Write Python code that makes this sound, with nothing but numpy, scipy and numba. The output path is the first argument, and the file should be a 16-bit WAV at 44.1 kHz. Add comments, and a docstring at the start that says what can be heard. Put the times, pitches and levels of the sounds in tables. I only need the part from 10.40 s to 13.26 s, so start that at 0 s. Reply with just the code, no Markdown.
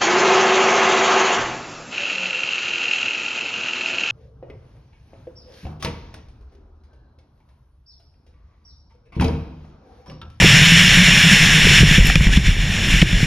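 """Bobsled track, inside a closed camera case: a ride down a straight and into a banked curve.
Wind and runner hiss is noise through the case resonances; on the straight the mount sings as a wavering sine.
Rough ice, as random bumps, rings mount and hull; jolts thump as decaying sines, loose parts click,
ice chips spray as short bright noise. Gain control ducks after loud peaks, and the converter clips."""
import sys
import numpy as np
from scipy import signal
from scipy.fft import rfft, irfft
from scipy.io import wavfile
from scipy.ndimage import uniform_filter1d
from numba import njit

SR = 44100
rng = np.random.default_rng(int(sys.argv[2]) if len(sys.argv) > 2 else 0)


def to_linear_factor(level_db):
    """Convert decibel levels (scalar or array-like) to linear amplitude factors."""
    exponent = np.asarray(level_db, float) / 20
    return 10 ** exponent


def pcm_store(signal):
    """Save signal as 16-bit PCM."""
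    levels = np.round(np.clip(np.atleast_2d(signal), -1, 1) * 32767)
    wavfile.write(sys.argv[1], SR, levels.astype(np.int16).T)


N = 126126


def unit(x):
    """Scaled to rms 1."""
    return x / np.sqrt(np.mean(x ** 2))


def curve(table, column):
    """A table column joined by straight lines in time."""
    rows = np.array(table)
    return np.interp(np.arange(N) / SR, rows[:, 0], rows[:, column])


def ring(x, hz, width_hz):
    """Two-pole resonance, gain 1 at the centre."""
    return signal.lfilter(*signal.iirpeak(hz, hz / width_hz, fs=SR), x)


def walk(rate_hz):
    """Random levels held 1 / rate_hz, smoothed twice over that time; spread about 0.8."""
    hold = int(SR / rate_hz)
    held = rng.standard_normal(N)[np.arange(N + hold) // hold]
    smooth = uniform_filter1d(uniform_filter1d(held, hold), hold)
    return 1.11 * smooth[:N]


def burst(start_s, length_s):
    """Envelope of one event: quick linear rise, Gaussian fall."""
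    age = np.maximum(np.arange(N) / SR - start_s, 0) / length_s
    return np.minimum(2.5 * age, 1) * np.exp(-age ** 2)


@njit
def follow(x, attack, release):
    """One-pole follower of |x|; attack and release are steps per sample."""
    e, out = 0., np.empty(len(x))
    for i in range(len(x)):
        e += (abs(x[i]) - e) * (attack if abs(x[i]) > e else release)
        out[i] = e
    return out


def rush():
    """Gritty turbulence of air and runners excites the case; each resonance flickers on its own."""
    # rush at the case: t/s, level/dB
    rush_level = [(0, -11), (.14, -9), (.62, -11.5), (.85, -12), (1.1, -10.5), (1.39, -10.5), (1.435, -15),
                  (1.5, -14), (1.565, -14), (1.59, -20.5), (1.63, -19.5), (1.67, -16.5), (1.72, -19.5),
                  (1.745, -21), (1.78, -21.5), (1.81, -23), (1.85, -22.5), (1.9, -28.5), (1.938, -19),
                  (1.955, -21.5), (1.97, -19), (1.985, -28), (2.03, -30), (2.065, -19.5), (2.095, -23.5),
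                  (2.13, -26.5), (2.17, -30), (2.21, -23), (2.36, -22), (2.52, -17.5), (2.6, -20),
                  (2.63, -19.5), (2.645, -27.5), (2.72, -22.5), (2.79, -24.5), (2.84, -20), (2.86, -25)]
    # case cavity resonances: f/Hz, width/Hz (before widening), level/dB
    case_modes = [(1710, 260, -1.5), (1983, 315, -3), (2311, 196, 1), (2812, 310, -1), (3484, 312, -3.5),
                  (4283, 306, -13.5), (5300, 360, -7.5), (5684, 515, -11.5), (6950, 495, -13.5),
                  (7500, 465, -18), (9270, 1080, -22.5), (11000, 1600, -32.5), (13700, 1450, -33)]
    # leak through the case wall below the resonances: f/Hz, gain/dB
    wall_leak = np.array([(140, 0), (230, -11.5), (338, -13.5), (605, -11.5), (1140, -2), (1400, 0),
                          (1820, -26), (3080, -120)])
    leak_db = -17  # re case
    gust_db, flicker_db, grit_db = 1.5, 0.8, 0.5
    widening = 1.85

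    air = rng.standard_normal(N) * to_linear_factor(grit_db * walk(700) + gust_db * walk(25.2))
    case = np.zeros(N)
    for k, (hz, width_hz, db) in enumerate(case_modes):
        width_hz = widening * width_hz
        mode = ring(ring(air, hz, width_hz), hz, width_hz)
        case += (-1) ** k * to_linear_factor(db + flicker_db * walk(34)) * mode  # neighbours in opposite sign
    hz = np.fft.rfftfreq(N, 1 / SR) + 1
    wall_db = np.interp(np.log(hz), np.log(wall_leak[:, 0]), wall_leak[:, 1])
    leak = irfft(rfft(air) * to_linear_factor(wall_db), N)
    return (unit(case) + to_linear_factor(leak_db) * unit(leak)) * to_linear_factor(curve(rush_level, column=1))


def shaking():
    """Random bumps in the ice keep the modes of mount and hull ringing."""
    # shaking from rough ice: t/s, mount level/dB, hull level/dB
    shake_level = [(0, -11, -14), (.1, -17, -23), (.4, -21.5, -22.5), (.7, -18.5, -25), (1.0, -22, -22),
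                   (1.25, -22.5, -18.5), (1.43, -23, -15.5), (1.68, -24.5, -20), (1.79, -33, -19),
                   (1.9, -24, -17.5), (2.02, -32, -22), (2.21, -29.5, -24.5), (2.36, -23, -23),
                   (2.5, -27.5, -18), (2.6, -30, -18.5), (2.68, -33.5, -20.5), (2.86, -26, -21.5)]
    # mount modes: f/Hz, width/Hz (first pass), level/dB
    mount_modes = [(176, 26, -5), (150, 42, 0), (132, 54, -16), (330, 440, -19)]
    # hull modes: f/Hz, width/Hz (first pass), level/dB
    hull_modes = [(29, 17, 0), (40, 42, -1.5), (57, 9, -6.5), (90, 30.4, -2)]
    bumps_per_s, bump_spread_db = 900, 0.5

    out = np.zeros(N)
    for modes, column in ((mount_modes, 1), (hull_modes, 2)):
        hits = rng.random(N) < bumps_per_s / SR
        bumps = hits * rng.standard_normal(N) * to_linear_factor(bump_spread_db * walk(30.07))
        body = sum(to_linear_factor(db) * ring(ring(bumps, hz, width_hz), hz, 3.83 * width_hz)
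                   for hz, width_hz, db in modes)
        out += unit(body) * to_linear_factor(curve(shake_level, column))
    return out


def hum():
    """On the smooth straight the mount sings near its main mode; the tone dies where the curve begins."""
    # singing of the mount: t/s, f/Hz, rms level/dB
    hum_track = [(0.08, 152.2, -23), (0.212, 152.6, -20), (0.26, 162, -17), (0.304, 166.3, -24),
                 (0.322, 163.7, -20), (0.358, 176, -19), (0.478, 179.2, -19.5), (0.572, 176, -23),
                 (0.626, 186.8, -12.5), (0.672, 171.1, -25), (0.746, 178.5, -20), (0.818, 157.5, -32),
                 (0.872, 166.9, -9), (0.898, 176.3, -35), (0.938, 185.1, -11.5), (0.958, 180.2, -31),
                 (1.032, 152.5, -18.5), (1.038, 150, -48), (1.096, 145.5, -37), (1.144, 166.4, -18.5),
                 (1.202, 154.5, -24), (1.226, 152.7, -16.5), (1.27, 163, -19), (1.306, 146, -17),
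                 (1.364, 149, -20), (1.38, 154, -34)]
    wobble, end_s, fade_s = 0.03, 1.4, 0.028  # wobble as a fraction of pitch

    hz = curve(hum_track, column=1) * (1 + wobble * walk(40))
    phase = 2 * np.pi * np.cumsum(hz) / SR
    fade = np.clip((end_s - np.arange(N) / SR) / fade_s, 0, 1)
    return np.sqrt(2) * np.sin(phase) * to_linear_factor(curve(hum_track, column=2)) * fade


def sprays():
    """Ice chips spray: brief bursts of high band-passed noise."""
    # sprays: t/s, relative level/dB, f/Hz, length/s
    spray_events = [(1.652, -16, 10300, 0.0081), (1.667, -13, 11700, .008), (1.693, -23, 12600, .006),
                    (1.818, -23, 11000, .004), (1.869, -25, 12300, .003)]
    gain, width_hz = 2.1 * to_linear_factor(-9), 3000

    out = np.zeros(N)
    for start_s, db, hz, length_s in spray_events:
        hiss = ring(ring(rng.standard_normal(N), hz, width_hz), hz, width_hz)
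        out += gain * to_linear_factor(db) * hiss * burst(start_s, length_s)
    return out


def clicks():
    """Loose parts hit the case: a tick of a few cycles with a broad edge, and a short rattle at its pitch."""
    # clicks: t/s, level/dB, f/Hz, rattle length/s, bright edge re click/dB
    click_events = [(0.0425, -9.5, 356, 0.0076, -40), (1.182, -23, 422, 0.0038, -40),
                    (1.267, -17, 428.4, 0.0065, -40), (1.311, -19, 400, 0.0086, -40),
                    (1.428, -13.5, 394, 0.0043, -40), (1.587, -20, 500, .002, -40),
                    (1.6998, 1, 1850, .0012, -22), (1.7006, -17, 750, 0.0018, -30),
                    (1.7559, 0, 2700, 0.0027, 0), (1.759, -6.5, 1910, 0.0027, -19),
                    (1.757, -19, 520, .002, -40), (1.8065, -16, 1780, .004, -30),
                    (1.8695, -3, 1950, .001, -15), (1.936, -14.5, 2680, 0.009, -20),
                    (1.9735, -2, 2200, .0012, -11), (2.061, -15, 2860, 0.0024, -20),
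                    (2.6165, -3, 2800, .004, -30), (2.621, -6.5, 2100, .003, -25),
                    (2.6258, -12, 330, 0.0038, -40)]
    decay_cycles, rattle_db = 2.33, -5.5
    edge_hz, edge_decay_s = 5200, 0.00014

    out, t = np.zeros(N), np.arange(SR // 20) / SR
    for start_s, db, hz, length_s, edge_db in click_events:
        tick = np.sin(2 * np.pi * hz * t) * np.exp(-hz * t / decay_cycles)
        edge = to_linear_factor(edge_db) * np.sin(2 * np.pi * edge_hz * t) * np.exp(-t / edge_decay_s)
        noise = ring(ring(rng.standard_normal(len(t)), hz, hz / 2), hz, hz)
        rattle = to_linear_factor(rattle_db) * unit(noise) * np.exp(-(t / length_s) ** 2)
        body = ring(ring(tick + rattle, hz, 1.6 * hz), hz, 1.6 * hz)
        i = int(start_s * SR)
        out[i:i + len(t)] += to_linear_factor(db) * (0.99 * body + edge)
    return out


def jolts():
    """A short push sets off the mount ring or the slower swing of the hull."""
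    # jolts that ring the mount: t/s, nominal swing/dB, f/Hz, t60/s, direction
    mount_jolts = [(0.0388, -24, 145, 0.069, 1), (0.1412, -6, 170, 0.12, 1), (0.2161, -4.5, 150, 0.13, -1),
                   (0.3203, -5, 163, 0.2, -1), (0.5721, -7.5, 171.3, 0.37, 1),
                   (0.9129, -10.5, 195.4, 0.15, 1), (1.2534, -5.5, 167, 0.12, -1),
                   (1.4058, -0.5, 150, 0.1, -1), (1.4325, 3, 163, 0.095, 1), (1.452, -5, 150, 0.12, 1),
                   (1.5113, -3, 159, 0.076, -1), (1.5813, 2, 168, 0.066, -1), (1.608, -9, 90, 0.08, -1),
                   (1.6469, -3.5, 155, 0.076, 1), (1.7567, -1.5, 158.3, 0.08, 1),
                   (1.8092, -4, 139, 0.079, 1), (1.8686, -5.5, 177, 0.045, 1),
                   (1.9734, -0.5, 181.6, 0.069, 1), (2.0825, -9, 150, 0.08, 1),
                   (2.091, -5.5, 74, 0.088, -1), (2.2341, -9, 139, 0.06, 1), (2.5385, -7.5, 164, 0.087, -1),
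                   (2.617, -3.4, 154.6, 0.097, 1), (2.626, 4.5, 172, 0.037, -1), (2.7294, -9, 170, 0.11, 1),
                   (2.8295, -1, 150, 0.061, 1)]
    # heaves of the hull: t/s, nominal swing/dB, f/Hz, t60/s, direction
    hull_heaves = [(1.416, -5, 63.7, 0.15, 1), (1.5969, -0.5, 42, 0.25, 1), (1.686, -6.5, 45, 0.15, -1),
                   (1.7966, -5, 53.5, 0.13, -1), (1.8644, -7, 43.2, 0.43, -1), (1.881, -21, 55.6, 0.17, 1),
                   (1.9599, -4.5, 61.8, 0.22, -1), (2.066, -4.5, 41.7, 0.23, -1),
                   (2.1876, -8, 41.8, 0.33, 1), (2.5345, -7.5, 46.4, 0.31, -1), (2.7381, -12, 42, 0.43, 1)]
    push_s, rise_cycles = 0.0011, 0.08

    out, t = np.zeros(N + SR), np.arange(SR // 2) / SR
    for start_s, db, hz, t60_s, way in list(mount_jolts) + list(hull_heaves):
        rise = 1.074 * (1 - np.exp(-hz * t / rise_cycles))
        decay = np.exp(-np.log(1000) * t / t60_s)
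        i = int(start_s * SR)
        out[i:i + len(t)] += np.sign(way) * to_linear_factor(db) * np.sin(2 * np.pi * hz * t) * decay * rise
    return uniform_filter1d(out[:N], int(push_s * SR))


def scene():
    """One microphone feeds both channels."""
    mono = rush() + shaking() + hum() + sprays() + clicks() + jolts()
    return np.tile(mono, (2, 1))


def top_cut(x):
    """Nothing passes above the cut-off."""
    return signal.sosfilt(signal.butter(12, 15640, fs=SR, output="sos"), x)


def record(dry):
    """Gain control pulls down after loud peaks, then the converter clips at full scale."""
    threshold_db, ratio, attack_s, release_s = -5, 3.3, 0.0054, 0.11
    envelope = follow(dry[0], 1 / (attack_s * SR), 1 / (release_s * SR))
    gain = np.minimum(to_linear_factor(threshold_db) / (envelope + 1e-9), 1) ** (1 - 1 / ratio)
    mix = np.clip(dry * gain, -1, 1)
    return top_cut(mix)


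dry = scene()
out = record(dry)
pcm_store(out)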